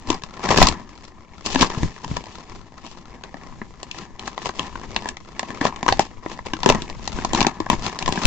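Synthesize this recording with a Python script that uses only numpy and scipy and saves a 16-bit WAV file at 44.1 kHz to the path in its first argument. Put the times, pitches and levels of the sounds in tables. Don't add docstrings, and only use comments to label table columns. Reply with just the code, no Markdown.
import sys
import numpy as np
from scipy import signal
from scipy.fft import rfft, irfft, next_fast_len
from scipy.io import wavfile
from scipy.ndimage import uniform_filter1d

SR = 44100
rng = np.random.default_rng(int(sys.argv[2]) if len(sys.argv) > 2 else 0)


def wav_out(sig):
    wavfile.write(sys.argv[1], SR, np.round(np.clip(np.atleast_2d(sig).T, -1, 1) * 32767).astype(np.int16))


def decibels_to_gain(level_db):
    exponent = np.asarray(level_db, float) / 20
    return 10 ** exponent


N = 364266
RING_N = 2600

# f/Hz, level/dB, time to fall 60 dB/s
BOOM = [(249, -3, 0.069), (314.5, 3.5, 0.022), (417, -13, 0.031)]
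# f/Hz, level/dB, time to fall 60 dB/s
KNOCK = [(480, -28.5, 0.0053), (853, -4, 0.014), (1005, 5.5, 0.015), (1736, 1.5, 0.012)]
# f/Hz, level/dB
FIZZ = [(1500, -41), (2500, 2), (3200, -1), (4500, -3), (7200, -6)]


def evened(x):
    return x / np.sqrt(np.mean(x ** 2) + 1e-20)


def read_curve(points, hz):
    f, value = np.transpose(points)
    return np.interp(np.log(hz + 1), np.log(f + 1), value)


def add_at(mix, s, sound):
    part = mix[:, round(s * SR):][:, :sound.shape[1]]
    part += sound[:, :part.shape[1]]


def coloured(x, points):
    n = x.shape[-1]
    size = next_fast_len(n)
    gain = decibels_to_gain(read_curve(points, np.fft.rfftfreq(size, 1 / SR)))
    return irfft(rfft(x, size) * gain, size)[..., :n]


def two_port_noise(same, size):
    a, b = rng.standard_normal((2, size))
    return np.array([a, same * a + np.sqrt(1 - same ** 2) * b])


def wander(depth_db, size):
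    return decibels_to_gain(depth_db * evened(uniform_filter1d(rng.standard_normal(N), size)))


def fading(t60, rise_s):
    t = np.arange(RING_N) / SR
    return decibels_to_gain(-60 * t / t60) * (1 - np.exp(-t / rise_s))


def swells(rows, floor, steep=1):
    slope_db = 20
    t = np.arange(0, N / SR + .002, .001)
    s, db, rise, fall = np.transpose(rows)[:, :, None]
    before = (s - t) / np.maximum(rise, .005)
    after = (t - s) / np.maximum(fall, .005)
    away = np.where(t < s, before, after)
    peaks = (decibels_to_gain(db - steep * slope_db * away) ** 2).sum(0)
    floor_db = np.interp(t, *np.transpose(floor))
    return np.interp(np.arange(N) / SR, t, np.sqrt(peaks + decibels_to_gain(floor_db) ** 2))


def room(x):
    # f/Hz, time to fall 60 dB/s
    echo_times = [(250, 0.053), (1000, 0.11), (5000, 0.095)]
    taps = np.zeros((2, SR // 2))
    at = np.arange(120, SR // 2 - 20, 20)
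    shape = (2, len(at))
    np.put_along_axis(taps, at + rng.integers(0, 20, shape), rng.choice([-1., 1.], shape), 1)
    hz, t, z = signal.stft(taps, SR, nperseg=256)
    fade = decibels_to_gain(-60 * t / read_curve(echo_times, hz)[:, None])
    tail = signal.istft(z * fade, SR, nperseg=256)[1]
    return signal.fftconvolve(x, tail / np.linalg.norm(tail[0]), axes=1)[:, :N]


def air():
    # f/Hz, level/dB
    air_colour = [(15, 8.5), (40, 4), (220, -4.5), (400, -15), (700, -30.5)]
    # peak t/s, pushed air level/dB, rise/s, fall/s
    puffs = [(.11, -35.5, 0.12, 0.1), (.619, -16.5, 0.11, 0.11), (1.636, -25.5, 0.19, 0.094),
             (1.836, -25.5, 0.06, 0.091), (2.12, -28.5, .07, 0.12), (2.584, -41.5, 0.13, 0.071),
             (3.557, -41.5, .6, 0.39), (4.465, -43.5, 0.038, 0.047), (4.92, -43, 1.4, 0.52),
             (5.647, -44.5, 0.2, 0.13), (5.892, -33, 0.1, 0.22), (6.54, -55, 0.13, .08),
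             (6.695, -26, 0.018, 0.21), (7.468, -34.5, 1.65, 0.076), (7.608, -35, .05, 0.057),
             (7.712, -32, 0.066, 0.25), (8.087, -30, 0.11, 0.089), (8.256, -12.5, 0.011, 0.04)]
    still_air_db = -50
    lumps = wander(2.5, 1500)
    push = coloured(two_port_noise(.45, N), air_colour)
    return swells(puffs, [(0, still_air_db)]) * evened(push * lumps)


def bumps():
    # t/s, peak level/dB
    bump_rows = [(0.698, -22), (1.775, -18), (1.83, -17), (1.845, -20), (1.856, -19), (2.063, -28),
                 (2.114, -19.5)]
    bump_hz, bump_t60_s = 139, 0.025
    out, t = np.zeros((2, N)), np.arange(RING_N) / SR
    push = -np.sin(2 * np.pi * bump_hz * t) * fading(bump_t60_s, 0.0014)
    push /= abs(push).max()
    for s, peak_db in bump_rows:
        add_at(out, s, decibels_to_gain(peak_db) * push[None])
    return out


def parcel(modes, spread):
    t = np.arange(RING_N) / SR
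    hz, db, t60 = np.transpose(modes)[:, :, None]
    tune, weight = rng.standard_normal((2, len(modes), 1))
    hz = hz * np.exp(spread * tune)
    db = db + 3.0 * weight
    return (decibels_to_gain(db - 60 * t / t60) * np.sin(2 * np.pi * hz * t)).sum(0)


def ring(modes, spread, t60, same):
    jolt = two_port_noise(same, RING_N) * fading(t60, 0.00049)
    jolt -= uniform_filter1d(jolt, size=300, axis=1, mode="constant")
    sound = signal.fftconvolve(jolt, parcel(modes, spread)[None], axes=1)[:, :RING_N]
    return sound / abs(sound).max()


def crack(t60, same):
    own_colour = [(hz, db + 3.0 * rng.standard_normal()) for hz, db in FIZZ]
    burst = coloured(two_port_noise(same, RING_N), own_colour) * fading(t60, 0.000081)
    return burst / abs(burst).max()


def grip(treble):
    # peak t/s, crumpling level/dB, rise/s, fall/s, treble over the crumpling/dB
    squeezes = [(0.116, -27, 0.063, 0.075, -0.5), (0.501, -19.5, 0.066, 0.2, -7),
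                (0.62, -16.5, .2, 0.11, 1.5), (1.457, -32.5, 0.032, 0.55, 6),
                (1.621, -15, 0.035, 0.044, -0.5), (1.775, -38.5, 0.78, 0.18, -28),
                (2.172, -39.5, 1, 0.85, -2), (2.849, -44, 0.12, 0.41, 1), (4.013, -37.5, 0.29, 0.095, -1),
                (4.28, -36.5, 0.098, 0.057, 1.5), (4.454, -34.5, 0.13, 0.14, 2),
                (4.61, -37, .15, 0.23, 0.5), (5.078, -39, 1, 0.091, -4.5), (5.373, -44, 0.17, 0.44, -3),
                (5.656, -24, 0.079, 0.095, -6.5), (5.902, -30, 0.086, 0.083, -2),
                (6.008, -30.5, 0.051, 0.1, 2), (6.321, -36, 0.1, 0.091, 0.5),
                (6.464, -27.5, 0.013, 0.031, -4), (6.55, -31.5, 0.048, 0.04, -7),
                (6.687, -25, 0.095, 0.16, -4), (7.244, -33, 0.23, 0.058, -3),
                (7.355, -23.5, 0.052, .21, -5.5), (7.715, -22, 0.012, 0.064, -5.5),
                (7.872, -28.5, 0.15, 0.084, -0.5), (8.256, -27, 0.42, .11, -1.7)]
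    # t/s, rustle level/dB, treble over the rustle/dB
    hold = [(0, -48.5, -2), (.4, -57, -6), (.85, -49.5, -5.5), (1.08, -54, 0), (1.14, -77, 3.5),
            (1.432, -58, 6.5), (2.66, -54, -22), (3.45, -45.5, -8.5), (3.79, -54, -14), (5.25, -50, -7.5),
            (5.5, -41, -4), (6.14, -51.5, -15.5), (6.6, -48.5, 0), (6.85, -41.5, -5), (6.98, -43.5, -11),
            (7.04, -48, 2), (7.65, -45.5, -7), (8.26, -58.5, -7)]
    rows = [(s, db + treble * bright_db, rise, fall) for s, db, rise, fall, bright_db in squeezes]
    floor = [(s, db + treble * bright_db) for s, db, bright_db in hold]
    return swells(rows, floor, steep=1.33 if treble else 1)


def hail(per_s, spread_db, count):
    denser = np.clip(grip(treble=False) / decibels_to_gain(-40), 1, 300) ** .5
    clumps = wander(5.5, 900)
    size = decibels_to_gain(spread_db * np.minimum(rng.exponential(1, N), 3.1)) / np.sqrt(denser)
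    size *= rng.random(N) < per_s * denser * clumps / SR
    which = rng.integers(0, count, N)
    return [(size * (which == k))[None] for k in range(count)]


def stick_and_slide():
    return wander(3.5, 1200)


def patch_turn():
    smooth = uniform_filter1d(rng.standard_normal(N), size=6000)
    return decibels_to_gain(5.4 * evened(uniform_filter1d(smooth, size=6000)))


def rub_patch(modes):
    noise = signal.oaconvolve(two_port_noise(1.0, N), parcel(modes, 0.04)[None], axes=1)[:, :N]
    return stick_and_slide() * patch_turn() * noise


def crumpling():
    damped = 0.95
    damped_knock = [(hz, db, damped * t60) for hz, db, t60 in KNOCK]
    damped_boom = [(hz, db, damped * t60) for hz, db, t60 in BOOM]
    knocks, cracks = np.zeros((2, 2, N))
    for clicks in hail(340, 5.85, count=14):
        body = ring(damped_knock, 0.19, 0.0042, 0.85)
        body += 0.23 * ring(BOOM, 0.14, 0.035, 1.0)
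        knocks += signal.oaconvolve(clicks, body, axes=1)[:, :N]
        crack_gain = decibels_to_gain(2.5 * rng.standard_normal())
        cracks += crack_gain * signal.oaconvolve(clicks, crack(0.015, 0.083), axes=1)[:, :N]
    rub = sum(rub_patch(damped_knock + damped_boom) for _ in range(5))
    hiss = stick_and_slide() * coloured(two_port_noise(.2, N), FIZZ)
    low = 0.63 * evened(knocks) + 0.5 * evened(rub)
    high = 0.69 * evened(cracks) + 0.41 * evened(hiss)
    return grip(treble=False) * low + grip(treble=True) * high


def snaps():
    # t/s, knock peak level/dB, boom peak level/dB, crack peak level/dB
    snap_rows = [(0.102, -13, -11.5, -3.5), (0.221, -34, -40, -29.5), (0.236, -27.5, -35, -20),
                 (0.416, -32, -45, -36), (0.489, -11, -26, -10), (0.511, -9.5, -33, -6.5),
                 (0.543, -9, -39, -47), (0.561, -13, -20, -13.5), (0.575, -11.5, -19.5, 1),
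                 (0.585, -10, -8, -5), (0.617, 5, -18.5, -19), (0.627, -4, -21, 3.5), (0.67, -10, -48, 2.5),
                 (0.686, -17, -22.5, -3.5), (1.548, -15.5, -26, -9.5), (1.558, -13, -12.5, -9.5),
                 (1.61, -21.5, -18.5, -3.5), (1.626, -3, -18.5, -10), (1.701, -20, -30, -21),
                 (1.831, -17, -26, -18), (2.045, -23, -53, -20), (2.113, -25, -46, -40),
                 (2.168, -15.5, -48, -14.5), (3.237, -28, -37, -22.5), (3.342, -25, -28.5, -36),
                 (3.616, -23, -25.5, -61), (3.83, -28, -33, -17), (3.913, -58.5, -47, -16),
                 (4.194, -32.5, -40, -19), (4.277, -16, -49, -19), (4.378, -16.5, -56, -24),
                 (4.457, -17.5, -34, -14.5), (4.493, -20, -29, -32), (4.594, -20.5, -29, -12),
                 (4.755, -21.5, -49, -72), (4.963, -12.5, -25, -8), (5.057, -17.5, -60, -26),
                 (5.088, -23, -54, -7.5), (5.169, -26, -44, -23.5), (5.394, -14, -54, -7.5),
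                 (5.43, -20.5, -28.5, -23), (5.504, -24.5, -25.5, -27.5), (5.612, -12.5, -15, -19),
                 (5.652, -9.5, -20, -13), (5.665, -19, -50, -17), (5.761, -27, -37, -23),
                 (5.829, -14.5, -22, -16), (5.863, -14, -25.5, -20.5), (5.881, -7, -38, -7.5),
                 (5.887, -3, -40, -7), (5.924, -4.5, -33.5, -6.5), (5.994, -1, -19, -2.5),
                 (6.261, -20, -24, -56), (6.39, -22.5, -41, -48), (6.535, -15.5, -21, -14),
                 (6.632, -16, -61, -12.5), (6.6603, -3, -1, -5.5), (6.6904, -7, -14, -1.5),
                 (6.699, -7.5, -3, -1), (6.723, -12.5, -22, -15), (6.748, -18, -15, -13.5),
                 (6.82, -29, -27, -17.5), (6.899, -26.5, -31, -19.5), (7.076, -18.5, -63, -13),
                 (7.187, -20, -20, -24), (7.248, -11.5, -19.5, -11.5), (7.333, -15.5, -17.5, -8.5),
                 (7.348, -13, -33, -7), (7.406, -13.5, -21, -6.5), (7.414, -9.5, -13, -6.5),
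                 (7.428, -18, -40, -6), (7.447, -11, -21, -40), (7.467, -8.5, -13, -4),
                 (7.602, -17.5, -16, -20), (7.664, -20, -49, -61.5), (7.7, -5, -16.5, -3.5),
                 (7.731, -12.5, -25, -27), (7.989, -24, -45, -10.5), (8.025, -21.5, -47, -13),
                 (8.06, -19.5, -43, -12), (8.078, -11, -21, -11.5), (8.089, -16, -20, -14),
                 (8.124, -23.5, -16, -9.5), (8.175, -15, -20.5, -38), (8.254, -16.5, -44, 0.5)]
    stiffen = 0.33
    out = np.zeros((2, N))
    for s, knock_db, boom_db, crack_db in snap_rows:
        tight = [(hz * (1 + stiffen * decibels_to_gain(boom_db)), db, t60) for hz, db, t60 in BOOM]
        boom = decibels_to_gain(boom_db) * ring(tight, 0.11, 0.011, 0.9)
        knock = decibels_to_gain(knock_db) * ring(KNOCK, 0.07, 0.01, 0.77)
        add_at(out, s, boom + knock + decibels_to_gain(crack_db) * crack(0.016, 0.1))
    return out


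def scene():
    paper = snaps() + crumpling()
    paper[0] = np.roll(paper[0], 2)
    echo = decibels_to_gain(-11) * room(paper)
    return (paper + echo + air() + bumps()) * decibels_to_gain([[2.2], [-2.2]])


def roll_off(x):
    return signal.sosfilt(signal.butter(12, 16560, fs=SR, output="sos"), x)


def record(dry):
    # f/Hz, level/dB
    mic_edge = [(7200, 4), (8000, -8), (9000, -25), (10500, -44), (16000, -37)]
    x = coloured(dry, mic_edge)
    bent = x - 0.08 * np.clip(x, -2, 2) ** 3
    return roll_off(np.clip(bent, -1, 1))


dry = scene()
out = record(dry)
wav_out(out)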